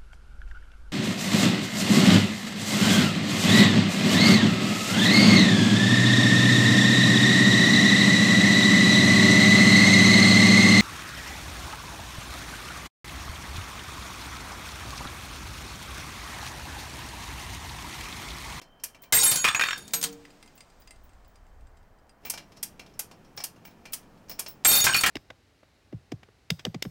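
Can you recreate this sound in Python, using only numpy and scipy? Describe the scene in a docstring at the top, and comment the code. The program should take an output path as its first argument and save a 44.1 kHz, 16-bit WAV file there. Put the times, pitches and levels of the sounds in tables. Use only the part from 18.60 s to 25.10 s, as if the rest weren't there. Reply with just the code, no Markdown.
"""A ratchet chain hoist pulls on a plastic test piece hung by steel hooks from a crane scale in a workshop.
Pawl clicks and slipping links are filtered noise bursts with dying sines, until the piece snaps; this happens
twice. Each snap is a crack of noise and a shower of chain clinks; the hooks ring in long tumbling modes, the
scale knocks and hums, and after the first the swinging shackle clinks and rubs. Air, rumble and a whine lie
below. Loud peaks clip at the microphone input, and a slow gain control eases the level down."""
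import sys
import numpy as np
from scipy import signal
from scipy.fft import rfft, irfft
from scipy.io import wavfile

SR = 44100
rng = np.random.default_rng(int(sys.argv[2]) if len(sys.argv) > 2 else 0)


def digitize_waveform(pressure):
    """Quantize a signal to 16-bit integers and store it at the path in sys.argv[1].

    Rows of a 2-D input are taken as channels; values are limited to [-1, 1].
    """
    field = np.atleast_2d(pressure).T
    bounded = np.clip(field, -1, 1)
    quanta = np.round(bounded * 32767).astype(np.int16)
    wavfile.write(sys.argv[1], SR, quanta)


N = 286650
T = np.arange(SR) / SR  # seconds since a blow

# Still workshop air, spectrum: frequency_hz, level_db (per Hz)
AIR_COLOUR = [(12, -22.5), (20, -6.5), (63, -21.5), (262, -22.5), (328, -26), (542, -24), (678, -22.5),
              (1860, -31.5), (2020, -35), (3340, -50.5), (4810, -48), (9950, -56), (16000, -51)]
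# Grinding gear of the hoist, spectrum: frequency_hz, level_db (per Hz)
GRINDING_COLOUR = [(35, -41.5), (60, -6.5), (184, 1), (566, -10.5), (732, -13), (2090, -25), (2350, -21),
                   (3940, -29), (5210, -28), (7060, -32), (10800, -38.5), (16000, -38)]
# Low rumble over time: time_s, level_db
RUMBLE_LEVEL = [(0, -70.5), (1.9, -73.5), (2.45, -53), (2.8, -56.5), (3.05, -52), (3.8, -69), (6.5, -69.5)]
# Faint whine over time: time_s, level_db
WHINE_LEVEL = [(0, -66), (.5, -72), (.6, -87.5), (6.5, -85)]
# The hoist is wound: start_s, end_s, grinding_db
WINDS = [(0, .52, -68), (3.609, 6.058, -57)]
# The pawl drops onto a tooth: start_s, level_db
PAWL_CLICKS = [(0.2362, -23.5), (.243, -35), (3.6982, -20.5), (4.028, -22), (4.392, -22), (4.838, -23),
               (5.3326, -22), (5.793, -22)]
# Pawl click, spectrum: frequency_hz, level_db (per Hz)
PAWL_COLOUR = [(180, -19.5), (300, -22), (900, -10), (1170, -15), (2320, -7), (2880, -7.5), (3240, -6),
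               (3700, -13), (5430, -1), (7820, -5), (8940, 2), (9710, -4.5), (12300, 0.5), (14000, -11),
               (16000, -6.5)]
# Chain links slip or creak under the load, some faintly: start_s, level_db, pitch_hz (most excited)
LINK_SLIPS = [(.015, -43.5, 1900), (.346, -48.5, 2760), (.435, -47, 2160), (3.6505, -37, 2490),
              (3.667, -42, 2800), (3.737, -35, 5400), (3.7755, -35.5, 3100), (3.9692, -47, 5400),
              (4.1945, -39, 2400), (4.512, -44.5, 664), (4.7748, -34, 5360), (4.802, -36.5, 5400),
              (5.0506, -45, 2500), (5.071, -57, 2500), (5.254, -40, 2400), (5.6954, -39.5, 5530),
              (5.713, -39.5, 5360), (5.789, -38.5, 2200), (5.8617, -36, 5210)]
# Scrape of a link, spectrum: frequency_hz, level_db (per Hz)
LINK_COLOUR = [(200, -4.5), (700, 3.5), (1300, -2.5), (2500, -2.5), (3600, -5.5), (5400, -3.5),
               (7500, -8.5), (11000, -15), (16000, -20)]
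# Ringing of a chain link before detuning: pitch_hz, level_db, t60_s
LINK_MODES = [(660, -16, .15), (900, -17, .1), (2350, -9, .15), (2750, -11, .13), (3300, -15, .09),
              (4200, -15, .16), (5250, -8, .13), (5560, -11, .14), (6300, -15, .1)]
# Thin, very high pings of the strained chain: start_s, level_db
CHAIN_PINGS = [(0.419, -35), (3.651, -26), (4.765, -34), (5.05, -34.5), (5.322, -26), (5.695, -24.5),
               (5.881, -25.5)]
# The piece breaks: start_s, crack_db, thrash_db (chain), thrash_t60_s
SNAPS = [(0.5244, -4.5, -22, 0.99), (6.0491, -5.5, -29.5, 1)]
# Cracks and clashing steel, spectrum: frequency_hz, level_db (per Hz)
CLASH_COLOUR = [(40, -18), (120, -1.5), (300, -10), (700, -6), (1500, -8.5), (4000, -3), (8000, -1.5),
                (12000, -8.5), (16000, -2)]
# Single blows on the hooks, hard and soft: start_s, ring_db, pitch_hz (most excited), clash_db (contact)
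HOOK_BLOWS = [(.524, -12, 8070, -5.5), (.545, -10.5, 14050, -13), (.565, -11, 8200, -36),
              (.632, -1, 11160, -9.5), (.655, -12.5, 7900, -21), (.612, -20, 6730, -26.5),
              (.715, -23, 4540, -8), (.757, -22.5, 6430, -15), (1.019, -25, 3600, -39),
              (1.039, -31.5, 4445, -54.5), (1.109, -36, 5490, -42.5), (1.178, -52.5, 6750, -33),
              (6.048, -3, 7940, -5), (6.069, -8.5, 12800, -33.5), (6.082, -7.5, 3950, -9),
              (6.114, -10.5, 10200, -8), (6.128, -4, 3980, -14), (6.152, -8, 14400, -5),
              (6.204, -17.5, 6530, -17), (6.241, -19.5, 8500, 0.5), (6.344, -13, 4720, -27),
              (6.364, -21, 11200, -13.5), (6.409, -28, 8400, -17.5), (6.462, -26.5, 7400, -10)]
# Ringing of the hooks: pitch_hz, level_db, t60_s
HOOK_MODES = [(463, -21, .8), (1070, -15, .3), (1418, -12, .5), (1589, -16, .4), (2090, -9, .2),
              (2454, -11, .45), (3665, -4, .85), (4445, -3, .55), (5250, -12, .3), (5555, -9, .3),
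              (6606, -12, .35), (6752, -1, .55), (7438, -4, .25), (8396, 0, .4), (8984, -9, .4),
              (10226, -6, .5), (10283, -10, .5), (12685, -2, .45), (13256, -8, .3), (14928, -4, .27),
              (15603, -11, .5)]
# Humming body of the scale: pitch_hz, level_db, t60_s
SCALE_MODES = [(152, 0, .27), (183, 2, .35), (291, -4, .9), (463, 2, .5), (748, -5, .35)]
# The scale's housing knocks against its shackle: start_s, level_db, pitch_hz, clatter_db (relative to the tone)
KNOCKS = [(.527, -9.5, 2060, -10), (0.8428, -13.5, 1366, 4.5), (0.849, -2, 2476, -3.5),
          (0.8777, -24.5, 2050, 9), (0.886, -10.5, 3510, -1.5), (0.9476, -9, 2524, -6.5),
          (0.9954, -16.5, 1850, 1), (1.0107, -10.5, 1600, -3.5), (1.0212, -11.5, 2454, -14),
          (1.0372, -19, 1910, 2.5), (1.06, -35, 1965, 9), (1.0864, -24, 1456, 2.5),
          (1.1084, -30.5, 1860, 10.5), (1.1304, -21.5, 1644, -2), (1.651, -46, 2000, 1.5),
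          (6.0519, -14.5, 1790, 9.5), (6.2673, -1.5, 1573, 0.5), (6.336, -14.5, 2900, -26),
          (6.3458, -5, 2448, -2), (6.436, -9.5, 1814, 8), (6.463, -9, 1860, 3.5)]
# The shackle clinks as the hook swings out:
# start_s, level_db, pitch_hz (most excited), t60_s (extra damping by the contact), hum_db (in the scale)
CLINKS = [(1.2791, -40, 6600, 0.026, -78), (1.3353, -17.5, 12300, 0.99, -43.5),
          (1.3377, -18, 6900, 0.53, -48), (1.414, -30, 8400, 0.04, -67), (1.428, -20, 9400, 0.024, -47.5),
          (1.4388, -16.5, 3300, 0.11, -40), (1.527, -43.5, 7500, 0.069, -73.5)]
# Ringing of the shackle before contact damping: pitch_hz, level_db, t60_s
SHACKLE_MODES = [(748, -22, .3), (1486, -23, .25), (3327, -13, .09), (4856, -13, .12), (6605, -1, .24),
                 (6751, -7, .13), (7564, -14, .2), (8414, -7, .28), (9200, -9, .08), (9572, -10, .09),
                 (12300, -6, .32), (13070, -12, .07)]
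# Clearest ticks of the swinging hook in its eye: start_s, level_db
EYE_TICKS = [(1.8273, -46), (1.877, -52), (1.9779, -50), (2.0062, -44), (2.2742, -47), (2.308, -45),
             (2.6475, -61), (2.7574, -56.5), (3.0704, -64.5), (3.172, -62.5), (3.494, -57.5)]
# Ringing of the eye: pitch_hz, level_db, t60_s
EYE_MODES = [(2070, -11, .11), (2700, -12, .06), (4880, -7, .07), (7600, -11, .06), (8420, -11, .07),
             (9400, -12, .05)]
# Decay of the reflections: frequency_hz, t60_s
ROOM_DECAY = [(100, 0.34), (500, .32), (2000, 0.22), (6000, 0.17), (15000, 0.091)]
# More spectra: frequency_hz, level_db (per Hz)
RUMBLE_COLOUR = [(10, -8), (28, 0), (60, -4), (100, -12), (200, -40), (1000, -90)]
WHINE_COLOUR = [(2000, -69.5), (3000, -22.0), (3100, -0.5), (3200, -24.5), (4500, -72.5)]
PING_COLOUR = [(9000, -31.0), (14700, -33), (15400, -6), (15900, -8), (16500, -6.5)]
HOUSING_COLOUR = [(40, -16.5), (130, -9.5), (300, -24.5), (750, -16.0), (1200, 2.5), (2600, 3),
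                  (4000, -6.5), (8000, -15), (16000, -35)]
CLINK_COLOUR = [(100, -10), (600, -8.0), (2000, -1.5), (5000, 2.5), (9000, 3.5), (13000, -17), (16000, 5.5)]
DRY_STEEL_COLOUR = [(200, -1), (1200, -2.5), (2300, 1.5), (5000, -1.0), (8500, -4), (10500, -18.5), (15500, -14.5)]

RAMP_S = .06  # onset and end of winding and swinging
THUMP_DB, THUMP_T60_S = -52, 1.6  # low jolt of a snap
# A slipping link: a scrape, then its ring; links differ a little in pitch (detune is a fraction)
LINK_SCRAPE_DB, LINK_SCRAPE_T60_S, LINK_RING_DB, LINK_DETUNE = -2, .04, 4, .02
# The chain creaks as it tightens, at most this long before each pawl drop
CREAK_LEAD_S, CREAK_DB, CREAK_HZ = 0.07, -58, 5400
# The chain settles softly at random during the last wind
SETTLE_DB, SETTLE_SPREAD_DB, SETTLE_LOW_HZ, SETTLE_HIGH_HZ = -57, 7, 2320, 6000
# Faint pings while the chain swings widely
SWING_PING_DB, SWING_PING_SPREAD_DB, WIDE_SWING_END_S = -45, 5, 2.85
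CLASH_RISE_S = 0.004
# After a snap the hooks go on jostling, ever more softly
JOSTLE_S, JOSTLE_RING_DB, JOSTLE_CLASH_DB, JOSTLE_FALL_DB_PER_S = .66, -14, -17, 40
JOSTLE_LOW_HZ, JOSTLE_HIGH_HZ = 3836, 11150
# Each knock bounces once, softer and mostly as clatter
KNOCK_T60_S, BOUNCE_S, BOUNCE_DB, BOUNCE_CLATTER_DB = 0.032, .02, -22.5, 5
# The freed rig swings: the hook rubs and ticks in its eye, and the frame shudders, all dying away
SWING_START_S, SWING_END_S, SWING_FALL_DB_PER_S = 1.15, 3.6, 10
RUB_DB, SMALL_TICK_DB, SMALL_TICK_SPREAD_DB = -59, -47.5, 1
SHUDDER_DB, SHUDDER_FALL_DB_PER_S = -49.5, 17.5
INPUT_CEILING, GAIN_SMOOTHING_S, BAND_LIMIT_HZ = .2, .6, 15900


def amp(db):
    """Decibels to gain."""
    return 10 ** (np.asarray(db) / 20)


def unit(x):
    """Scales to an rms of one."""
    return x / np.sqrt(np.mean(x ** 2) + 1e-20)


def read(points, hz):
    """Reads a table along a log-frequency axis."""
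    f, value = np.transpose(points)
    return np.interp(np.log(hz + 1), np.log(f + 1), value)


def level(curve):
    """Gain at every sample from rows of (time_s, level_db)."""
    return amp(np.interp(np.arange(N) / SR, *np.transpose(curve)))


def add(mix, s, sound):
    """Mixes a sound in at time s."""
    part = mix[max(round(s * SR), 0):][:len(sound)]
    part += sound[:len(part)]


def fade(t60):
    """Exponential decay after a blow, falling 60 dB in t60 seconds."""
    return np.exp(-np.log(1000) * T / t60)


def noise(colour, size=SR):
    """Random noise shaped to a given spectrum, at an rms of one."""
    hz = np.fft.rfftfreq(size, 1 / SR)
    spectrum = rfft(rng.standard_normal(size)) * amp(read(colour, hz))
    return unit(irfft(spectrum, size))


def ring(modes, scatter_db, favour=lambda hz: 0):
    """Dying sines; each blow lands elsewhere and shares its energy out differently."""
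    chance = rng.uniform(-1.9, 1, (len(modes), 2))
    out = np.zeros(SR)
    for (hz, db, t60), (strength, phase) in zip(modes, chance):
        gain = amp(db + favour(hz) + scatter_db * strength)
        out += gain * fade(t60) * np.sin(2 * np.pi * hz * T + np.pi * phase)
    return out


def favoured(hz, centre_hz, depth_db, octaves):
    """Gain in dB of a frequency: the place of contact excites the modes around one pitch most."""
    distance = np.log2((hz + 1) / centre_hz) / octaves
    return -depth_db * np.tanh(distance ** 2)


def during(start, end, fall_db_per_s=0):
    """Gain that ramps up at start, sinks steadily, and ramps down at end."""
    t = np.arange(N) / SR
    gate = np.clip(np.minimum(t - start, end - t) / RAMP_S + .5, 0, 1)
    return gate * amp(-fall_db_per_s * np.maximum(t - start, 0))


def scattered(start, end, count):
    """Irregular moments through a span: rows of (s, chance of strength -1 to 1, chance of pitch 0 to 1)."""
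    slip, strength, pitch = rng.random((count, 3)).T
    moments = start + (end - start) * (np.arange(count) + slip) / count
    return zip(moments, 2 * strength - 1, pitch)


def background():
    """Noise beds: still air, low rumble with a jolt per snap, faint whine, and soft grinding and shudder."""
    bass = level(RUMBLE_LEVEL)
    for s, _, _, _ in SNAPS:
        add(bass, s, amp(THUMP_DB) * fade(THUMP_T60_S))
    air = amp(-60) * noise(AIR_COLOUR, size=N)
    rumble = bass * noise(RUMBLE_COLOUR, size=N)
    whine = level(WHINE_LEVEL) * noise(WHINE_COLOUR, size=N)
    grinding = sum(amp(db) * during(start, end) for start, end, db in WINDS)
    shudder = amp(SHUDDER_DB) * during(SWING_START_S, SWING_END_S, SHUDDER_FALL_DB_PER_S)
    return air + rumble + whine + (grinding + shudder) * noise(GRINDING_COLOUR, size=N)


def link_slips():
    """The single slips, a creak before each pawl click, and soft settling through the last wind."""
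    start, end, _ = WINDS[-1]
    slips = list(LINK_SLIPS)
    for s, _ in PAWL_CLICKS:
        slips.append((s - CREAK_LEAD_S * rng.random(), CREAK_DB, CREAK_HZ))
    for s, strength, pitch in scattered(start, end, count=18):
        pitch_hz = SETTLE_LOW_HZ * (SETTLE_HIGH_HZ / SETTLE_LOW_HZ) ** pitch
        slips.append((s, SETTLE_DB + SETTLE_SPREAD_DB * strength, pitch_hz))
    return slips


def chain_link(centre_hz):
    """Friction scrapes a link, and its slightly detuned modes ring, strongest around one pitch."""
    def favour(hz):
        return favoured(hz, centre_hz, depth_db=8.0, octaves=0.24)

    colour = [(hz, db + favour(hz)) for hz, db in LINK_COLOUR]
    scrape = noise(colour) * (fade(LINK_SCRAPE_T60_S) + amp(-6.5) * fade(.14))
    own_modes = [(hz * (1 + LINK_DETUNE * rng.uniform(-1, 1)), db, t60) for hz, db, t60 in LINK_MODES]
    modes = ring(own_modes, scatter_db=3, favour=favour)
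    onset = 1 - fade(0.0074)
    return (amp(LINK_SCRAPE_DB) * scrape + amp(LINK_RING_DB) * modes) * onset


def hoist():
    """Dry pawl clicks as noise bursts, with the ringing ticks and fine pings of the chain."""
    out = np.zeros(N)
    for s, db in PAWL_CLICKS:
        decay = fade(0.046) + amp(-15.5) * fade(.17)
        add(out, s, amp(db) * noise(PAWL_COLOUR) * decay * (1 - fade(0.012)))
    for s, db, centre_hz in link_slips():
        add(out, s, amp(db) * chain_link(centre_hz))
    pings = list(CHAIN_PINGS)
    for s, strength, _ in scattered(SWING_START_S, WIDE_SWING_END_S, count=6):
        pings.append((s, SWING_PING_DB + SWING_PING_SPREAD_DB * strength))
    for s, db in pings:
        add(out, s, amp(db) * noise(PING_COLOUR) * fade(.14) * (1 - fade(.012)))
    return out


def snaps():
    """The plastic cracks, and the freed chain thrashes in a dying shower of collisions, each with its own pitch."""
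    out = np.zeros(N)
    for s, crack_db, thrash_db, t60 in SNAPS:
        shower = np.zeros(SR)
        rasp = noise(CLASH_COLOUR)
        for when, pitch, size, length in rng.random(size=(170, 4)):
            clink = np.sin(2 * np.pi * 750 * 9 ** pitch * T) * fade(.03 + .14 * length)  # from 750 to 6750 Hz
            scratch = np.roll(rasp, int(when * SR)) * fade(.03)  # another stretch of the rasp each time
            add(shower, when, amp(12 * size - 8) * (clink + scratch))
        crack = amp(crack_db) * rasp * fade(0.041)
        thrash = amp(thrash_db) * (unit(shower) + amp(-17) * noise(CLASH_COLOUR)) * fade(t60)
        add(out, s, crack + thrash)
    return out


def hook_blows():
    """The single blows and the fading jostle after each snap, in order of time."""
    blows = list(HOOK_BLOWS)
    for s, _, _, _ in SNAPS:
        for delay, _, pitch in scattered(0, JOSTLE_S, count=10):
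            fall_db = JOSTLE_FALL_DB_PER_S * delay
            pitch_hz = JOSTLE_LOW_HZ * (JOSTLE_HIGH_HZ / JOSTLE_LOW_HZ) ** pitch
            blows.append((s + delay, JOSTLE_RING_DB - fall_db, pitch_hz, JOSTLE_CLASH_DB - fall_db))
    return sorted(blows)


def hooks():
    """Steel on steel: a short clash, then long modes that swell and dip as the hooks tumble."""
    out, t, blows = np.zeros(N), np.arange(N) / SR, hook_blows()
    steps = np.linspace(0, N / SR, 420)
    steady, tumble = .45, 1.15
    for hz, db, t60 in HOOK_MODES:
        energy, decay = np.zeros(N), fade(t60) ** 2
        for s, ring_db, centre_hz, _ in blows:
            # each contact damps what is still ringing
            energy[round(s * SR):][:SR] *= .62
            blow_db = db + ring_db + favoured(hz, centre_hz, depth_db=21, octaves=0.2)
            add(energy, s, amp(blow_db) ** 2 * decay)
        # slow random gains on two phases make the mode swell and dip
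        in_phase = np.interp(t, steps, rng.standard_normal(len(steps)))
        across = np.interp(t, steps, rng.standard_normal(len(steps)))
        sine = (steady + tumble * in_phase) * np.sin(2 * np.pi * hz * t)
        cosine = tumble * across * np.cos(2 * np.pi * hz * t)
        out += np.sqrt(energy) * (sine + cosine)
    for s, _, _, clash_db in blows:
        add(out, s, amp(clash_db) * noise(CLASH_COLOUR) * fade(0.054) * (1 - fade(CLASH_RISE_S)))
    return out


def scale_hum():
    """Blows on the shackle and each snap set the heavy scale humming in low dying modes."""
    out = np.zeros(N)
    for s, _, _, _, hum_db in CLINKS:
        add(out, s, amp(hum_db) * ring(SCALE_MODES, scatter_db=0.5) * (1 - fade(0.099)))
    for s, _, _, _ in SNAPS:
        hum = ring(SCALE_MODES, scatter_db=-3, favour=lambda hz: favoured(hz, 400, depth_db=18.5, octaves=0.48))
        add(out, s, amp(-35.5) * hum)
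    return out


def housing():
    """Hollow knocks that bounce once: one damped resonance among noisy clatter with a dull thud."""
    out = np.zeros(N)
    bounces = []
    for s, db, hz, _ in KNOCKS:
        delay = BOUNCE_S * (.5 + rng.random())
        bounces.append((s + delay, db + BOUNCE_DB, hz, BOUNCE_CLATTER_DB))
    for s, db, hz, clatter_db in list(KNOCKS) + bounces:
        tone = fade(KNOCK_T60_S) * np.sin(2 * np.pi * hz * T)
        clatter = amp(clatter_db) * noise(HOUSING_COLOUR) * (fade(KNOCK_T60_S) + amp(-27.5) * fade(0.038))
        add(out, s, amp(db) * (tone + clatter))
    return out


def shackle():
    """Bright clinks of damped modes and noise, then rubbing and small ticks that grow faint as the swing dies."""
    swing = during(SWING_START_S, SWING_END_S, SWING_FALL_DB_PER_S)
    out = amp(RUB_DB) * swing * noise(DRY_STEEL_COLOUR, size=N)
    for s, db, centre_hz, t60, _ in CLINKS:
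        modes = ring(SHACKLE_MODES, scatter_db=2, favour=lambda hz: favoured(hz, centre_hz, depth_db=7, octaves=0.19))
        contact = noise(CLINK_COLOUR) * (amp(2.5) * fade(0.042) + amp(-13.5) * fade(0.14))
        add(out, s, amp(db) * (modes * fade(t60) + contact))
    ticks = list(EYE_TICKS)
    for s, strength, _ in scattered(SWING_START_S, SWING_END_S, count=18):
        fall_db = SWING_FALL_DB_PER_S * (s - SWING_START_S)
        ticks.append((s, SMALL_TICK_DB + SMALL_TICK_SPREAD_DB * strength - fall_db))
    for s, db in ticks:
        contact = noise(DRY_STEEL_COLOUR) * fade(.03)
        add(out, s, amp(db) * (amp(2) * ring(EYE_MODES, scatter_db=6) + contact))
    return out


def room(x):
    """Sparse random reflections that die faster in the treble."""
    taps = rng.standard_normal(SR) * (rng.random(SR) < 4000 / SR) * (T > .005)  # about 4000 a second
    hz, t, bands = signal.stft(taps, SR, nperseg=256)
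    decay = np.exp(-np.log(1000) * t / read(ROOM_DECAY, hz)[:, None])
    tail = signal.istft(bands * decay, SR, nperseg=256)[1]
    return signal.fftconvolve(x, tail / np.linalg.norm(tail))[:N]


def scene():
    """The rig and its reflections over the background."""
    rig = hoist() + snaps() + scale_hum() + housing() + shackle()
    steel = hooks()
    reflections = room(amp(-11.5) * rig + amp(-8.5) * steel)
    return (rig + steel + reflections + background())[None]


def record(dry):
    """The microphone input clips hard, a slow gain control eases the level down, then the band limit."""
    # clipping at twice the sample rate keeps aliasing down
    clipped = np.clip(signal.resample_poly(dry, 2, 1, axis=1), -INPUT_CEILING, INPUT_CEILING)
    clipped = signal.resample_poly(clipped, 1, 2, axis=1)
    hold = np.exp(-1 / (GAIN_SMOOTHING_S * SR))
    overload = signal.lfilter([1 - hold], [1, -hold], (clipped / INPUT_CEILING) ** 2)
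    eased = clipped * amp(-8 * overload)
    low_pass = signal.firwin(255, BAND_LIMIT_HZ, window=("kaiser", 9), fs=SR)
    return signal.oaconvolve(eased, low_pass[None], "same")


dry = scene()
out = record(dry)
digitize_waveform(out)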